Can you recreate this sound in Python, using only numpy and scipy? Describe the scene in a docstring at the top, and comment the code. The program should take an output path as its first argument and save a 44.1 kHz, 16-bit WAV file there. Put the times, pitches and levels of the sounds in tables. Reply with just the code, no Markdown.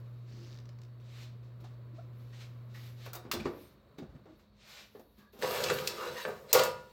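"""A quiet kitchen: over soft room air an oven fan hums on twice the mains and cloth brushes faintly.
A mount creaks ever slower, as stick-slip ticks; then sleeves and slippers swish as filtered noise.
Steps and the door knock as short notes with noisy cracks, beside a few hollow gliding blips.
The hum stops as the oven door is pulled. Last, a wire basket on a sheet-metal tray is dragged over
the stove, its chatter ringing banks of resonances, and it bumps hard at the end."""
import sys
import numpy as np
from scipy import signal
from scipy.fft import rfft, irfft
from scipy.io import wavfile
from scipy.ndimage import uniform_filter1d

SR = 44100
rng = np.random.default_rng(int(sys.argv[2]) if len(sys.argv) > 2 else 0)


def output_pcm(signal):
    """Save a mono or channel-first signal as 16-bit PCM at the path in sys.argv[1].

    Samples are clipped to [-1, 1] before scaling.
    """
    pcm = np.clip(np.atleast_2d(signal).T, -1, 1) * 32767
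    wavfile.write(sys.argv[1], SR, np.round(pcm).astype(np.int16))


def boost(x):
    """Linear amplitude factor 10**(x/20) for a level x in decibels (scalar or array-like)."""
    u = np.asarray(x, float) / 20
    return 10 ** u


N = 305172
T = np.arange(N) / SR

# spectrum of the finest fibres and grit: pitch_hz, density_db (per Hz)
FINE_TONE = [(7000, -32), (10000, 6), (13000, 8.5), (16000, 0.5)]


def unit(x):
    """Scale to rms 1."""
    return x / np.sqrt(np.mean(x ** 2))


def shape(x, points, tilt_db=0.):
    """Filter x by (Hz, dB) points and a tilt in dB per octave about 3 kHz."""
    hz, db = np.transpose(points)
    f = np.maximum(np.fft.rfftfreq(len(x), 1 / SR), 1)
    gain_db = np.interp(np.log(f), np.log(hz), db) + tilt_db * np.log2(f / 3000)
    return irfft(rfft(x) * boost(gain_db), len(x))


def colour(x, points, tilt_db=0.):
    """Shaped x at rms 1."""
    return unit(shape(x, points, tilt_db))


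def curve(rows):
    """Columns of a table drawn against time, at -120 outside it."""
    s, *columns = np.transpose(rows)
    return [np.interp(T, s, c, left=-120, right=-120) for c in columns]


def walk(rate):
    """Random levels drawn rate times a second and joined by straight slews; spread near 1."""
    k = int(SR / rate)
    held = np.repeat(rng.standard_normal(N // k + 1), k)
    return uniform_filter1d(held, k)[:N]


def ring(x, hz, t60):
    """One resonance: a unit impulse rings at unit size and falls 60 dB in t60 seconds."""
    r = np.exp(-np.log(1000) / (t60 * SR))
    w = 2 * np.pi * hz / SR
    return signal.lfilter([0, r * np.sin(w)], [1, -2 * r * np.cos(w), r * r], x)


def grains(rate, spread):
    """Random clicks of very unequal size, rate per second."""
    hits = rng.random(N) < rate / SR
    return hits * rng.standard_normal(N) * boost(spread * rng.exponential(size=N))


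def fade(t60, rise, size):
    """Envelope of a blow: quick rise, exponential fall."""
    t = np.arange(size) / SR
    return (1 - np.exp(-t / rise)) * np.exp(-np.log(1000) * t / t60)


def add(out, s, x):
    """Mix x in from time s."""
    i = int(s * SR)
    out[i:i + len(x)] += x[:N - i]


def appliances():
    """Fan hum as a sine with overtones, fridge drones as ringing noise, and air as soft broad noise."""
    # oven fan: start_s, level_db
    hum_level = [(0.0, -47), (0.46, -47.5), (0.64, -47.5), (3.07, -48), (3.22, -54), (3.29, -54)]
    # hum overtones: multiple, level_db (against the fundamental)
    overtones = [(2, -25), (3, -25.5)]
    # steady fridge drones: pitch_hz, width_hz (rough), level_db
    drones = [(208.8, 4.7, -71), (55, 24, -69.5), (4400, 41, -83.5), (3840, 210, -80.5), (987, 30, -81.5)]
    # spectrum of the air: pitch_hz, density_db (per Hz)
    air_tone = [(30, -7.5), (50, -9), (100, 0), (160, -5), (300, -10.5), (600, -9.5), (800, -22.5),
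                (1100, -15.5), (1600, -22.5), (2500, -27.5), (4500, -36.5), (6000, -43), (16000, -38.5)]
    # loudness of the air: start_s, level_db
    air_level = [(0, -60.5), (1.5, -61), (3.2, -59.5), (3.9, -61), (4.5, -66.5), (5.3, -71), (6.92, -70)]
    hum_hz, hum_waver_db, air_waver_db = 120.2, 1, 1.2

    phase = 2 * np.pi * hum_hz * T
    tone = np.sin(phase) + sum(boost(db) * np.sin(k * phase) for k, db in overtones)
    out = np.sqrt(2) * tone * boost(curve(hum_level)[0] + hum_waver_db * walk(3.6))
    for hz, width, db in drones:
        out += boost(db) * unit(ring(rng.standard_normal(N), hz, 1.8 / width))
    air = colour(rng.standard_normal(N), air_tone)
    return out + boost(curve(air_level)[0] + air_waver_db * walk(6.8)) * air


def blips():
    """Short hollow notes with rounded swells whose pitch glides, each with one echo."""
    # start_s, pitch_hz (at the start), level_db, length_s,
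    # glide_per_s (half the rise per second, as a share of the pitch), second_db (2nd harmonic, relative)
    notes = [(1.62, 320, -53.5, 0.027, 2, -20), (1.638, 610, -52, .02, 10, -16),
             (1.929, 307, -53, .03, 2, -20), (1.98, 580, -46, .024, 6, -12),
             (3.983, 331, -43.5, 0.064, -3, -37), (4.263, 314, -53, 0.1, 0, -20)]
    echo_s, echo_db = 0.021, -10

    out = np.zeros(N)
    for s, hz, db, length, glide, second_db in notes:
        t = np.arange(int(length * SR)) / SR
        phase = 2 * np.pi * hz * (t + glide * t ** 2)
        tone = np.sin(phase) + boost(second_db) * np.sin(2 * phase)
        note = boost(db) * tone * np.sin(np.pi * t / length)
        add(out, s, note)
        add(out, s + echo_s, boost(echo_db) * note)
    return out


def creak():
    """Stick-slip in the mount: ever slower ticks over a low groan, then lone ticks."""
    # run of slips: start_s, slips_per_s (before jitter), level_db
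    slip_run = [(.26, 260, -80), (.3, 233, -60.5), (.42, 212, -57), (.52, 114, -54), (.6, 67, -51.5),
                (.61, 60, -85)]
    # last single slips: start_s, level_db
    lone_slips = [(0.6556, -55.5), (0.691, -50.5), (0.7872, -54.5), (0.817, -51.5), (0.8344, -53.5),
                  (0.8494, -57)]
    # spectrum of a tick: pitch_hz, density_db (per Hz)
    tick_tone = [(900, -5.5), (1800, -4.5), (3300, -7), (4600, -1.5), (5700, -5), (7500, -15),
                 (9000, -19.5), (16000, -24)]
    groan_hz, groan_db = 328, -5.5  # level against the slips

    rate, db = curve(slip_run)
    turns = np.cumsum(np.maximum(rate, 0) * (1 + .15 * walk(90))) / SR
    # one slip each time the count passes a whole number
    slips = np.diff(np.floor(turns), prepend=0) * boost(db + 0.9 * walk(120))
    for s, slip_db in lone_slips:
        slips[int(s * SR)] += boost(slip_db)
    puffs = signal.fftconvolve(slips, fade(0.019, 0.00015, size=2048))[:N]
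    ticks = puffs * colour(rng.standard_normal(N), tick_tone)
    # the groan sinks away as the slips slow down
    groan_level = boost(db + groan_db) * np.clip(rate / 200, 0, 1) ** 2
    groan = groan_level * unit(ring(rng.standard_normal(N), groan_hz, 0.039))
    return ticks + groan


def swish():
    """Fibres of sleeves and slippers rubbing: a soft hiss, and a separate whisper at the very top."""
    # one list per run of strokes: start_s, level_db, top_db (whisper against the hiss)
    strokes = [
        [(0.0, -65.5, -7), (0.02, -80, -5), (0.066, -75, -14), (0.074, -79.5, -1), (0.246, -77, -14),
         (0.282, -67.5, -23), (0.3, -67, -18)],
        [(1.0, -67, -18), (1.022, -74, -10), (1.054, -66.5, -20), (1.072, -67, -27), (1.102, -62, -16),
         (1.232, -53.5, -14), (1.37, -86, -20), (1.382, -86, -7), (1.4, -76, -25)],
        [(1.42, -92, -4), (1.432, -70, -21), (1.596, -92, -11), (1.606, -69, -1), (1.636, -75, -9),
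         (1.644, -64, -15), (1.712, -77, -17), (1.75, -76, -21)],
        [(1.93, -89, -15), (1.952, -70.5, -28), (2.042, -74.5, -11), (2.064, -89, -15), (2.07, -93, -18),
         (2.1, -94, -15)],
        [(2.13, -79, -12), (2.186, -81, 10), (2.198, -73, -2), (2.314, -72, -8), (2.334, -62.5, -17),
         (2.422, -54, -15), (2.51, -72.5, -11), (2.672, -89, 5), (2.706, -70, -18), (2.738, -70, -5),
         (2.746, -58.5, -8.5), (2.866, -59, -5), (2.956, -71.5, -3), (3.052, -52.5, -15), (3.062, -51, -4),
         (3.12, -69, -15)],
        [(3.4, -48, -12), (3.422, -62, -10), (3.448, -61, -17), (3.454, -48.5, -22), (3.514, -72.5, 2),
         (3.62, -65, 3), (3.718, -73, -2), (3.742, -80, 5), (3.788, -86, -20), (3.9, -97, -3)],
        [(3.95, -92, -11), (3.974, -94, -5), (3.986, -57, -15), (4.072, -101, -13), (4.146, -83, -11),
         (4.228, -96, -5), (4.26, -82, -23), (4.338, -76, -14), (4.388, -84, 8), (4.394, -70, -9),
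         (4.5, -91, -3)],
        [(4.52, -89, -8), (4.604, -64, -25), (4.7, -52, -12), (4.808, -52, -14.5), (4.906, -75, -0.5),
         (5.012, -71.5, 3.5), (5.05, -90, 15), (5.166, -80.5, 4), (5.188, -64.5, -3), (5.296, -85, -1),
         (5.318, -89, 4), (5.332, -63, -2), (5.372, -67.5, -1), (5.414, -59, -5), (5.42, -42, -5)],
    ]
    # spectrum of the hiss: pitch_hz, density_db (per Hz)
    hiss_tone = [(350, -23), (600, -8.5), (643, -14), (1010, -13.5), (1350, -12.5), (2370, -7),
                 (2960, -9.5), (3860, -7), (9500, -23), (12400, -47.5), (20900, -120)]

    hiss = colour(rng.standard_normal(N), hiss_tone) * boost(1.3 * walk(30))
    whisper = colour(rng.standard_normal(N), FINE_TONE)
    out = 0
    for rows in strokes:
        db, top_db = curve(rows)
        out = out + boost(db) * (hiss + boost(top_db) * whisper)
    return out


def knocks():
    """Steps, door and handle: a note of the struck body, its duller shaking, and a dry crack."""
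    # start_s, thud_db (shared by note and shaking), thud_hz, shake_t60_s, crack_db, crack_tilt_db (per octave)
    blows = [(1.602, -64, 4000, 0.078, -68, -2), (1.641, -56, 890, 0.12, -63, 1),
             (1.95, -66, 900, 0.11, -68, -5), (2.33, -57, 1900, 0.12, -74, 0),
             (2.747, -51.5, 1910, 0.18, -58, -11), (3.062, -45, 600, .14, -45.5, -3),
             (3.132, -45, 1365, 0.19, -34, 10), (3.152, -43.5, 720, 0.17, -35.5, 10),
             (3.251, -46.5, 310, 0.33, -51.5, -7), (3.314, -30, 2670, 0.063, -26, 3),
             (3.335, -32, 420, 0.15, -33.5, 3), (3.371, -47, 95, .5, -60, -18),
             (3.399, -39, 220, 0.31, -52, -6.5), (3.456, -26, 349, 0.1, -35, -7.5),
             (3.47, -46.5, 493, 0.41, -67, -10), (3.985, -39.5, 300, 0.089, -59, 10),
             (4.02, -54.5, 653, .2, -72, -5), (4.024, -41.5, 170, 0.12, -80, -28),
             (4.09, -48.5, 79.5, 0.19, -83, -11), (4.15, -46, 128, 0.14, -68, -5),
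             (4.256, -53.5, 420, 0.34, -66, -4), (4.395, -70, 171, 0.07, -67, -3),
             (4.95, -46, 456, 0.14, -56, 33), (4.995, -44.5, 457, 0.064, -60.5, 7),
             (5.181, -59, 210, 0.3, -66.5, 50), (5.334, -55.5, 402, 0.9, -74, 5)]
    # spectrum of a crack before its tilt: pitch_hz, density_db (per Hz)
    crack_tone = [(400, -45.5), (1000, 3.5), (2000, -2.5), (3200, -5), (4500, -0.5), (7000, -9),
                  (10000, -13), (16000, -16)]
    crack_t60_s, size = 0.071, 16384

    out, t = np.zeros(N), np.arange(size) / SR
    noises = rng.standard_normal((len(blows), 2, size))
    for (s, db, hz, t60, crack_db, tilt_db), noise in zip(blows, noises):
        shake_tone = [(hz / 8, -34), (hz / 3, -15), (hz / 2.04, -3), (hz, 0), (hz * 1.12, -3),
                      (hz * 3, -14), (20000, -60)]
        shake = colour(noise[0], shake_tone) * fade(t60, 0.005, size)
        # the clear note dies sooner than the shaking
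        note = np.sin(2 * np.pi * hz * t) * fade(t60 * 0.26, 0.00036, size)
        crack = colour(noise[1], crack_tone, tilt_db) * fade(crack_t60_s, 0.00033, size)
        add(out, s, boost(db) * (1.56 * note + 0.95 * shake))
        add(out, s, boost(crack_db) * crack)
    return out


def squeaks():
    """Thin metal squeaking: friction noise drives one resonance for a moment."""
    # start_s, length_s, pitch_hz, width_hz (rough), level_db
    rubs = [(5.96, .1, 1230, 80, -45), (5.99, .14, 1400, 150, -48), (5.97, .12, 1000, 60, -49),
            (6.15, .075, 1860, 45, -45), (6.16, .07, 980, 50, -50), (6.16, .095, 3900, 140, -51),
            (6.488, .045, 4100, 60, -50), (3.15, .035, 3700, 200, -57), (5.18, .14, 1640, 30, -67),
            (5.18, .1, 1170, 60, -70), (3.61, .09, 8700, 40, -72), (3.315, .045, 3450, 80, -45),
            (2.748, .07, 1950, 90, -66), (3.398, .016, 2450, 120, -50)]

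    out = np.zeros(N)
    for (s, length, hz, width, db), noise in zip(rubs, rng.standard_normal((len(rubs), 16384))):
        # the end of the run, where the resonance has built up
        rub = unit(ring(noise, hz, 2.9 / width))[-int(length * SR):]
        add(out, s, boost(db) * rub * signal.windows.tukey(len(rub), .5))
    return out


def metal(push, modes, free_db, free_tilt_db):
    """Ring a set of modes: damped while pressed on the stove, longer and rebalanced once lifted off."""
    grab_s, lift_s = 5.3, 6.528
    held_down = .35  # share of the free ring time left while sliding
    contact_shift_db = 5

    out, start = np.zeros(N), int(grab_s * SR)
    free = T[start:] > lift_s
    for hz, db, t60 in modes:
        # the point of contact wanders, so each mode is driven now hard, now barely
        force = boost(db) * (push * boost(contact_shift_db * walk(14)))[start:]
        held_ring = ring(force * ~free, hz, held_down * t60)
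        free_gain = boost(free_db + free_tilt_db * np.log2(hz / 1000))
        out[start:] += held_ring + ring(force * free, hz, t60) * free_gain
    return out


def basket():
    """Dense chattering contacts and bumps ring the tray and the wires and rasp along them."""
    # strokes of the drag: start_s, tray_db (pressure), then against it: wire_db (rattle), fine_db (rasp),
    # stove_db (stove-top rumble)
    drag = [
        [(5.39, -48, -11, -16, -4), (5.394, -55.5, -9, -13, 4), (5.42, -45, -5, -11, -11)],
        [(5.422, -39, -9, -16, -12), (5.434, -28.5, -12.5, -23, -16), (5.502, -36.5, -5, -8.5, -16),
         (5.692, -34.5, -0.5, -16, -14), (5.7, -26.5, -9, -30, -17), (5.742, -43.5, 1, -1.5, 0),
         (5.838, -44.5, -5, -11, -9), (5.874, -44.5, -1, 0, -16), (5.928, -44, -6, -16, -10.5),
         (6.034, -40.5, -7, -12.5, -29), (6.114, -42, -6.5, -18, -11.5), (6.234, -53, 5.5, 1.5, -21),
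         (6.245, -45, -1, -15, -20)],
        [(6.251, -35, -15, -35, -22), (6.289, -36, -27, -27, -12.5), (6.305, -42, -13.5, -37, -15),
         (6.423, -57.5, -17, -20, -2), (6.481, -52.5, -12, -23, -13), (6.493, -52.5, -0.5, -11, -16),
         (6.521, -41, -2.5, -25, -18)],
        [(6.53, -33.5, 6, 9, -24), (6.552, -18.5, -9.5, -15, -31), (6.564, -21, -9.5, -17, -26),
         (6.606, -28.5, -3.5, -14.5, -15), (6.63, -28, -11.5, -27, -21), (6.64, -33, -4.5, -3.5, -14),
         (6.748, -54.5, -7, -29, -6.5), (6.92, -67.5, -2, -6, -5)],
    ]
    # bumps: start_s, tick_db, tray_db (against the tick), tick_hz (centre), top_db (14 kHz against the centre)
    bumps = [(5.4228, -32, -1, 1500, -28), (5.638, -24.5, -14, 4500, -17), (5.699, -25.5, -0.5, 1250, -26),
             (5.786, -31.5, -7, 2200, -28), (5.8736, -23, -20, 4300, -11.5), (6.2506, -30, -4, 1260, -51),
             (6.529, -9, -19.5, 6600, -0.5), (6.545, -32.5, -6, 1100, -12), (6.593, -24, 8, 2780, -15),
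             (6.635, -26, -6, 6840, -6)]
    # free modes of the sheet-metal tray: pitch_hz, drive_db, free_t60_s
    tray_modes = [(420, -8, 0.12), (469.7, -3.5, 0.12), (514, -2.5, 0.23), (553, -3.5, 0.27),
                  (600, -1.5, 0.14), (668, -7, .15), (760, -10, .2), (849, -11, 0.16), (967.4, -10.5, 0.59),
                  (997, -5, 0.2), (1122, -10.5, .4), (1222, -2.5, 0.17), (1250, -20, .15),
                  (1339, -1.5, 0.14), (1430, -8.5, 0.32)]
    # free modes of the basket wires: pitch_hz, drive_db, free_t60_s
    wire_modes = [(1614, -4, .15), (1754, 3, .14), (1870, -15, .12), (2070, -5.5, .3), (2336, -6, 0.26),
                  (2655, -8, .3), (2810, -3.5, 0.28), (2960, -9.5, .3), (3490, -5.5, .3), (4000, -4.5, .3),
                  (4536, -5, .25), (5320, -6, 0.21), (5560, -12, 0.33), (6390, -6.5, .15), (6850, -8, .2),
                  (7900, -7.5, .2), (8260, -8, .2)]
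    # spectra of the tray's body, the grit and the stove top: pitch_hz, density_db (per Hz)
    body_tone = [(150, -55), (300, -22), (500, 6), (800, -8.5), (1200, -9), (2000, -10.5), (4000, -44)]
    grit_tone = [(700, -12.5), (1800, -0.5), (4500, 1.5), (6500, -7), (9000, -6.5), (12000, -24)]
    stove_tone = [(40, -19), (90, -2), (150, 0.5), (230, -3.5), (330, -24.5)]

    tray_db, wire_db, fine_db, stove_db = np.max([curve(rows) for rows in drag], axis=0)
    chatter = [unit(grains(9000, 1.5) * boost(2 * walk(60))) for _ in range(3)]
    tray_push = chatter[0] * boost(tray_db)
    wire_push = chatter[1] * boost(tray_db + wire_db)
    out = colour(chatter[2], FINE_TONE) * boost(tray_db + fine_db)
    rumble = colour(rng.standard_normal(N), stove_tone) * boost(tray_db + stove_db)

    noises = rng.standard_normal((len(bumps), 2, 4096))
    for (s, db, tray_rel_db, hz, top_db), noise in zip(bumps, noises):
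        add(tray_push, s, boost(db + tray_rel_db) * noise[0] * fade(0.026, 0.00026, size=4096))
        tick_tone = [(hz / 6, -36), (hz / 1.8, -6), (hz, 0), (hz * 1.53, -5), (14000, top_db)]
        tick = boost(db) * colour(noise[1], tick_tone) * fade(0.039, 0.00055, size=4096)
        add(out, s, tick)
        add(wire_push, s, 0.15 * tick)

    tray = metal(tray_push, tray_modes, free_db=-1.5, free_tilt_db=6)
    wires = metal(wire_push, wire_modes, free_db=-7, free_tilt_db=-1.5)
    out += boost(-35.5) * tray + boost(12) * shape(tray_push, body_tone)
    out += boost(-35) * wires + boost(5) * shape(wire_push, grit_tone)
    # a thin tray radiates little bass
    thin = signal.butter(4, 360, "high", fs=SR, output="sos")
    return rumble + signal.sosfilt(thin, out)


def room(x):
    """Hard kitchen walls: a dense tail that dies sooner in the treble."""
    # reverberation: pitch_hz, t60_s
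    decay = [(200, 0.52), (1000, 0.38), (5000, 0.31), (14000, 0.17)]
    tail_db = -7  # tail energy against the direct sound

    decay_hz, decay_s = np.transpose(decay)
    tail = 0
    for hz in 125 * 2. ** np.arange(8):
        t60 = np.interp(np.log(hz), np.log(decay_hz), decay_s)
        band = [(hz / 2, -40), (hz / 1.4, -3), (hz * 1.4, -3), (hz * 2, -40)]
        octave = colour(rng.standard_normal(SR), band)
        tail = tail + np.sqrt(hz) * octave * fade(t60, 0.0027, size=SR)
    tail = tail / np.sqrt(np.sum(tail ** 2))
    return x + boost(tail_db) * signal.fftconvolve(x, tail)[:N]


def scene():
    """Everything handled sounds in the room, over close blips and the appliances."""
    handled = creak() + swish() + knocks() + squeaks() + basket()
    return (room(handled) + blips() + appliances())[None]


def top_cut(x):
    """Nothing passes above the cut-off."""
    return signal.sosfilt(signal.butter(12, 16810, fs=SR, output="sos"), x)


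def record(dry):
    """The phone's microphone cuts the deepest bass, dips near 10 kHz and recovers towards 15 kHz."""
    # microphone response: pitch_hz, gain_db
    response = [(20, -59), (40, -25.5), (50, 3), (60, 1), (7500, -2.5), (9000, -6), (10300, -9),
                (12500, -2.5), (15500, -0.5), (22050, -34.5)]
    mix = shape(dry[0], response)[None]
    return top_cut(mix)


dry = scene()
out = record(dry)
output_pcm(out)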